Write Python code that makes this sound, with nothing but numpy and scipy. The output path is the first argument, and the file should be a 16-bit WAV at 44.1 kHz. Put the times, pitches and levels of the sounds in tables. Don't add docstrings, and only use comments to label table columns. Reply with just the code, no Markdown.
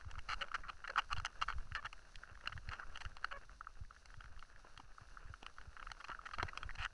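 import sys
import numpy as np
from scipy import signal
from scipy.fft import rfft, irfft, next_fast_len
from scipy.io import wavfile
from scipy.ndimage import uniform_filter1d, map_coordinates

SR = 44100
rng = np.random.default_rng(int(sys.argv[2]) if len(sys.argv) > 2 else 0)


def dump(signal):
    limited = np.clip(np.atleast_2d(signal).T, -1, 1)
    pcm = np.round(limited * 32767).astype(np.int16)
    wavfile.write(sys.argv[1], SR, pcm)


N = 305613
BOUNCE_HZ = 74

# frequency in Hz, relative density in dB per Hz.
ROLL_SPECTRUM = [(90, -32), (160, -9.5), (300, -13.5), (600, -8), (950, -10.5), (1350, -3.5), (1600, -4),
                 (2050, -22), (2350, -18.5), (2800, -12.5), (3500, -42), (7000, -53)]


def amp(db):
    return 10 ** (np.asarray(db) / 20)


def unit(x):
    return x / np.sqrt(np.mean(x ** 2) + 1e-20)


def along(points, hz):
    f, v = np.transpose(points)
    return np.interp(np.log(hz + 1), np.log(f + 1), v)


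def curve(rows):
    s, values = np.transpose(rows)
    return np.interp(np.arange(N) / SR, s, values)


def wobble(rate_hz):
    knots = rng.standard_normal(int(N * rate_hz / SR) + 4)
    return map_coordinates(knots, [np.arange(N) * rate_hz / SR])


def filtered(x, response):
    m = next_fast_len(2 * len(x))
    return irfft(rfft(x, m) * response(np.fft.rfftfreq(m, 1 / SR)), m)[:len(x)]


def coloured(x, spectrum):
    return unit(filtered(x, lambda hz: amp(along(spectrum, hz))))


def add(track, s, sound):
    start = int(np.clip(round(s * SR), 0, N))
    track[start:start + len(sound)] += sound[:N - start]


def swell(t, peak_s):
    u = np.maximum(t, 0) / peak_s
    return (u * np.exp(1 - u)) ** 2


def spread_over(x, length_s):
    return x * np.sqrt(length_s * SR / (np.sum(x ** 2) + 1e-20))


def stirred(x, window_s):
    size = int(window_s * SR) + 1
    power = uniform_filter1d(uniform_filter1d(x ** 2, size), size)
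    return np.sqrt(np.abs(power))


def grains(rate_hz, size_db):
    hits = rng.random(N) < rate_hz / SR
    signs = rng.choice([-1, 1], N)
    sizes = amp(size_db * np.minimum(rng.exponential(size=N), 3))
    return unit(hits * signs * sizes)


def housing(hz, vary_db=5.0):
    # resonance in Hz, width in Hz, level in dB ahead of the random variation.
    mode_rows = [(560, 120, -8), (930, 220, 1), (1800, 220, -2), (2170, 180, -3), (2560, 260, -3),
                 (2830, 240, 1), (3240, 120, -1), (4260, 560, -7), (4970, 500, -10), (5750, 650, -7),
                 (7330, 450, -15), (9650, 400, -19)]
    # frequency in Hz, level in dB.
    contact_spectrum = [(100, 2), (350, -27), (700, 2), (3200, 1.5), (3650, -7.5), (4200, 5), (6000, -3.5),
                        (7000, -8), (11000, -13)]
    gains = amp(vary_db * rng.standard_normal(len(mode_rows)))
    modes = 0
    for gain, (centre, width, db) in zip(gains, mode_rows):
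        damping = 1j * hz * width
        modes = modes + gain * amp(db) * damping / (centre * centre - hz * hz + damping)
    return modes * amp(along(contact_spectrum, hz))


def crack(force, bright_db):
    noise = rng.standard_normal(len(force))
    slips = noise * np.abs(noise)
    shelf = lambda hz: amp(bright_db / (1 + (3700 / (hz + 1)) ** 6))
    return filtered(force * slips, lambda hz: housing(hz) * shelf(hz))


def ripples():
    t = np.arange(SR // 12) / SR
    out = np.zeros(N)
    for ratio in (0.7, 1.25):
        hz = ratio * BOUNCE_HZ
        bounce = unit(swell(t, 0.55 / hz) * np.sin(2 * np.pi * hz * t))
        out += signal.fftconvolve(grains(rate_hz=4, size_db=3), bounce)[:N]
    return unit(out)


def pebbles():
    t = np.arange(SR // 60) / SR
    push = swell(t, 0.001)
    out = np.zeros(N)
    for hz in (1250, 1480, 1700):
        tock = unit(push * np.sin(2 * np.pi * hz * t)) + 0.3 * unit(crack(push, bright_db=-8))
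        out += signal.fftconvolve(grains(rate_hz=10, size_db=4), tock)[:N]
    return unit(out)


def ground(clatter, thuds, rumble_db, roll_db):
    # time in seconds, rumble level in dB ahead of the rumble_db offset.
    sway_rows = [(0.0, -62.5), (0.42, -59.5), (0.63, -64), (1.56, -59.5), (1.97, -64), (3.05, -59),
                 (3.82, -63.5), (4.38, -57), (4.67, -70.5), (4.84, -69), (5.17, -61), (6.08, -66),
                 (6.52, -64), (6.93, -68.5)]
    # time in seconds, tyre roll level in dB ahead of the roll_db offset.
    rolling_rows = [(0.0, -66.5), (0.4, -61.5), (0.93, -71.5), (1.04, -65.5), (1.93, -66), (2.45, -67.5),
                    (2.7, -62), (3.73, -71), (5.64, -66.5), (5.71, -65.5), (6.62, -62), (6.93, -71)]
    # frequency in Hz, relative density in dB per Hz.
    rumble_spectrum = [(8, 7), (20, 4), (42, -2), (65, -12), (110, -20), (200, -29), (400, -42), (900, -60)]
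    # frequency in Hz, relative density in dB per Hz.
    grit_spectrum = [(1800, -6), (2400, -11), (2900, -7.5), (3300, -12), (3600, -7), (4300, -3), (5100, -6),
                     (6000, -2.5), (7000, -14.5), (8500, -16), (9700, -16.5), (11000, -14.5)]
    ripple_db = -13.5
    shake_db, shake_s = 2.5, 0.071
    scatter_db, spray_db, scatter_s = -27, -45, 0.06
    sand_db, sand_follows = -73.5, 0.16

    rumble = amp(3 * wobble(11)) * coloured(rng.standard_normal(N), rumble_spectrum)
    rumble += amp(ripple_db) * ripples()
    crunch = 0.55 * coloured(grains(rate_hz=170, size_db=5), ROLL_SPECTRUM)
    rush = 0.65 * coloured(rng.standard_normal(N), ROLL_SPECTRUM)
    roll = amp(3.5 * wobble(30)) * (rush + crunch) + 0.9 * pebbles()
    hiss = amp(1.6 * wobble(20)) * coloured(rng.standard_normal(N), grit_spectrum)
    sand = 0.5 * coloured(grains(rate_hz=220, size_db=5), grit_spectrum)

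    sway_level, roll_level = curve(sway_rows), curve(rolling_rows)
    scatter = stirred(clatter, scatter_s)
    sway = np.hypot(amp(sway_level + rumble_db), amp(shake_db) * stirred(thuds, shake_s))
    rolling = np.hypot(amp(roll_level + roll_db), amp(scatter_db) * scatter)
    sand_level = sand_db + sand_follows * (roll_level - roll_level.mean())
    spray = np.hypot(amp(sand_level), amp(spray_db) * scatter)
    return sway * rumble + rolling * roll + spray * (hiss + sand)


def bumps(rise_s):
    # peak time in seconds, peak level in dB.
    bump_rows = [(0.069, -41.5), (.18, -40.5), (1.146, -42), (1.184, -36.5), (1.227, -47), (1.566, -38),
                 (1.722, -41), (2.319, -48.5), (2.558, -41), (2.689, -39), (3.062, -40.5), (3.815, -40.5),
                 (4.181, -48), (5.306, -43), (5.681, -44), (6.397, -41), (6.432, -37.5), (6.657, -41.5),
                 (6.803, -40.5)]
    bounce_spread = 0.11
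    out, t = np.zeros(N), np.arange(SR // 8) / SR
    for s, db in bump_rows:
        hz = BOUNCE_HZ * np.exp(bounce_spread * rng.standard_normal())
        thud = swell(t, rise_s) * np.cos(2 * np.pi * hz * (t - rise_s))
        add(out, s - rise_s, amp(db) * thud)
    return out


def clunks():
    # start in seconds, length in seconds, level in dB.
    clunk_rows = [(.699, 0.0076, -60), (4.647, 0.0056, -56.5), (4.792, 0.013, -57), (5.428, 0.0029, -49),
                  (6.093, .0075, -49.5), (6.38, 0.012, -49.5), (6.428, 0.0061, -38.5)]
    # frequency in Hz, relative density in dB per Hz.
    clunk_spectrum = [(80, -16), (200, -1.5), (600, -7), (1000, 1), (1500, -47), (3000, -56)]
    out, t = np.zeros(N), np.arange(SR // 20) / SR
    for s, length_s, db in clunk_rows:
        push = swell(t, length_s / 2) * rng.standard_normal(len(t))
        add(out, s, amp(db) * spread_over(coloured(push, clunk_spectrum), length_s))
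    return out


def buzzes():
    # start in seconds, length in seconds, pitch in Hz, level in dB,
    # fundamental in dB on the scale of the overtones, ahead of random variation.
    buzz_rows = [(0.402, 0.049, 558, -55, 14), (0.892, 0.025, 543, -49.5, 0), (1.75, 0.057, 584, -49, -22),
                 (3.31, 0.08, 557.5, -52.5, 0.5)]
    # multiple of the pitch, level in dB ahead of random variation.
    overtone_rows = [(2, -0.5), (3, 1.5), (4, -11), (5, -17), (6, -29)]
    out = np.zeros(N)
    drift, flutter = 1 + 0.016 * wobble(250), amp(3 * wobble(300))
    for s, length_s, hz, db, base_db in buzz_rows:
        span = np.arange(int(length_s * SR)) + int(s * SR)
        phase = 2 * np.pi * hz * np.cumsum(drift[span]) / SR
        tone = np.zeros(len(span))
        for multiple, level_db in [(1, base_db), *overtone_rows]:
            tone += amp(level_db + 2 * rng.standard_normal()) * np.sin(multiple * phase)
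        rub = 0.3 * coloured(rng.standard_normal(len(span)), ROLL_SPECTRUM)
        rough = unit((unit(tone) + rub) * flutter[span])
        add(out, s, amp(db) * rough * signal.windows.tukey(len(span)))
    return out


def rattles(rate_hz, uneven, size_db, detune, rise_s):
    # start in seconds, length in seconds, ring level in dB, ring pitch in Hz ahead of
    # random detuning, crack level in dB, swell in dB over the burst.
    rattle_rows = [(0.287, 0.0512, -41.5, 1450, -46.5, 5), (0.409, 0.021, -40.5, 1480, -44, 6),
                   (0.542, 0.022, -37.5, 1494, -48, -15), (0.635, 0.05, -54, 1410, -77, -8),
                   (0.683, 0.021, -45.5, 1300, -53, 9), (0.841, 0.019, -45, 1450, -60, -11),
                   (.876, .008, -41.5, 1550, -48, -13), (0.898, 0.0063, -39.5, 1580, -48, 5),
                   (0.968, .012, -40, 1360, -57, 7), (.977, .023, -31.5, 1350, -40, -8),
                   (1.103, 0.028, -42.5, 1350, -50.5, 11), (1.164, 0.034, -53, 1430, -53.5, -22),
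                   (1.414, .027, -42, 1370, -47.5, -11), (1.481, 0.04, -46.5, 1370, -54.5, -11),
                   (1.755, 0.026, -42, 1530, -55, -18), (1.847, 0.024, -42.5, 1514, -53.5, -1),
                   (2.458, 0.015, -48.5, 1610, -60, -21), (2.522, 0.013, -47, 1540, -57.5, -3),
                   (2.713, 0.059, -50, 1500, -59.5, -18), (2.784, 0.056, -53.5, 1420, -79, 16),
                   (2.941, 0.021, -54, 1480, -54, 24), (3.006, .017, -49, 1600, -49, 6),
                   (3.311, 0.017, -45, 1500, -53.5, 3), (6.002, 0.011, -50, 1560, -60.5, 4),
                   (6.042, 0.013, -49.5, 1380, -52.5, -13), (6.082, .053, -48.5, 1390, -66.5, 2),
                   (6.255, 0.016, -46, 1460, -50, 5), (6.335, 0.018, -45.5, 1420, -54.5, -10),
                   (6.398, 0.023, -39.5, 1490, -58, -26), (6.483, 0.014, -46, 1720, -54.5, 2),
                   (6.752, 0.0097, -54.5, 1590, -54.5, -2), (6.78, 0.077, -47, 1560, -49, 9.5)]
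    bright_db, first_bounce_db = -7.5, -1
    out = np.zeros(N)
    for s, length_s, db, hz, hard_db, swell_db in rattle_rows:
        t = np.arange(int(length_s * SR) + SR // 60) / SR
        pace_hz = rate_hz * np.exp(0.19 * rng.standard_normal())
        count = min(int(max(length_s * pace_hz, 2)), 64)
        late, strong, pitch = rng.standard_normal((3, count, 1))
        bounce = np.arange(count)[:, None]
        at = np.maximum(bounce + uneven * late * (bounce > 0), 0) / pace_hz
        accent_db = np.where(bounce == 0, first_bounce_db, size_db * strong)
        force = amp(accent_db + swell_db * at / length_s) * swell(t - at, rise_s)
        bounce_hz = hz * np.exp(detune * pitch)
        ring = np.sum(force * np.sin(2 * np.pi * bounce_hz * (t - at)), axis=0)
        snaps = crack(force.sum(axis=0), bright_db)
        add(out, s, amp(db) * spread_over(ring, length_s) + amp(hard_db) * spread_over(snaps, length_s))
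    return out


def knocks(ring_width_s, crack_width_s):
    # time in seconds, ring level in dB, ring pitch in Hz, crack level in dB.
    knock_rows = [(0.1117, -52, 1350, -53), (0.1545, -39.5, 1390, -62), (0.19, -39, 1610, -52),
                  (0.3413, -35, 1470, -49), (0.4411, -37, 1450, -62), (0.4833, -42, 1450, -60.5),
                  (0.516, -35, 1320, -60), (0.5531, -26, 1520, -44), (0.9594, -24, 1430, -50.5),
                  (1.0183, -45, 1470, -60), (1.1291, -27, 1340, -39.5), (1.1819, -35.5, 1470, -50.5),
                  (1.199, -35, 1380, -51), (1.249, -28, 1420, -38.5), (1.2574, -42, 1560, -41),
                  (1.2647, -29.5, 1600, -48), (1.4229, -24, 1250, -40), (1.485, -25, 1520, -52),
                  (1.5014, -28.5, 1400, -50), (1.5242, -37, 1290, -53.5), (1.7198, -35.5, 1590, -58),
                  (1.7501, -26.5, 1640, -42.5), (1.8575, -36, 1500, -48.5), (1.928, -46, 1300, -50.5),
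                  (2.156, -45, 1680, -51), (2.2351, -35, 1550, -69), (2.4734, -26.5, 1510, -39),
                  (2.577, -35.5, 1650, -56.5), (2.689, -36.5, 1730, -50), (2.7335, -33, 1490, -50.5),
                  (2.7971, -32, 1540, -52.5), (2.9731, -41, 1520, -49), (3.0505, -37.5, 1380, -49.5),
                  (3.0604, -38, 1600, -62), (3.1677, -41.5, 1020, -54.5), (3.2443, -20.5, 1510, -41),
                  (3.494, -43.5, 1460, -75), (3.609, -33.5, 1384, -67), (3.6698, -34, 1360, -75),
                  (3.908, -42.5, 1364, -72), (4.0567, -52, 1470, -56), (4.141, -42.5, 1550, -62),
                  (4.2068, -40, 1430, -59), (4.2408, -43, 1460, -62), (4.3926, -52, 1340, -59.5),
                  (4.4254, -40, 1380, -59), (4.775, -48.5, 1290, -51.5), (4.7995, -45, 1110, -60),
                  (4.9821, -41, 1320, -72), (5.1713, -37, 1420, -78), (5.3386, -36.5, 1460, -61),
                  (5.4287, -46, 1600, -54.5), (5.4639, -34, 1330, -47), (5.5835, -36.5, 1480, -58.5),
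                  (5.6129, -41, 1570, -60), (5.7663, -37.5, 1530, -62.5), (5.7962, -38, 1490, -59),
                  (5.8269, -37, 1310, -55.5), (5.87, -35.5, 1360, -58), (5.901, -45, 1840, -59),
                  (5.916, -34.5, 1450, -45.5), (6.0831, -38, 1410, -56), (6.1002, -35.5, 1560, -55),
                  (6.116, -35, 1580, -57), (6.1481, -34, 1550, -67), (6.191, -38, 1300, -77),
                  (6.384, -34, 1340, -47), (6.428, -26.5, 1530, -40), (6.5321, -39, 1290, -72),
                  (6.574, -31.5, 1310, -42.5), (6.6301, -31.5, 1435, -49), (6.6917, -33, 1700, -61),
                  (6.707, -38, 1830, -57.5), (6.8492, -27, 1590, -42), (6.8595, -25.5, 1560, -53)]
    lead_s, peak_s, crack_s = 0.004, 0.0016, 0.005
    usual_hardness_db, brightening = -6.5, 0.65
    out, t = np.zeros(N), np.arange(SR // 30) / SR - lead_s
    press = lambda width_s: 1 / np.cosh((t - peak_s) / width_s)
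    for s, db, hz, hard_db in knock_rows:
        softness = np.exp(0.15 * rng.standard_normal())
        ring = press(ring_width_s * softness) * np.sin(2 * np.pi * hz * t)
        bright_db = brightening * (hard_db - db - usual_hardness_db)
        snap = spread_over(crack(press(crack_width_s), bright_db), crack_s)
        add(out, s - lead_s, amp(db) * ring + amp(hard_db) * snap)
    return out


def after_ring(x, t60_s):
    t = np.arange(SR // 6) / SR
    tail = rng.standard_normal(len(t)) * amp(-60 * t / t60_s)
    return signal.fftconvolve(x, tail / np.linalg.norm(tail))[:N]


def scene():
    clatter = knocks(ring_width_s=0.00064, crack_width_s=0.00063)
    clatter += rattles(rate_hz=450, uneven=0.204, size_db=2.0, detune=0.065, rise_s=0.001)
    thuds = bumps(rise_s=0.0074)
    ringing = amp(-9.5) * after_ring(clatter, t60_s=0.026)
    bike = clatter + ringing + buzzes() + clunks() + thuds
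    return (bike + ground(clatter, thuds, rumble_db=7.0, roll_db=-1.0))[None]


def record(dry):
    top_hz = 11000
    return filtered(dry[0], lambda hz: hz < top_hz)[None]


dry = scene()
out = record(dry)
dump(out)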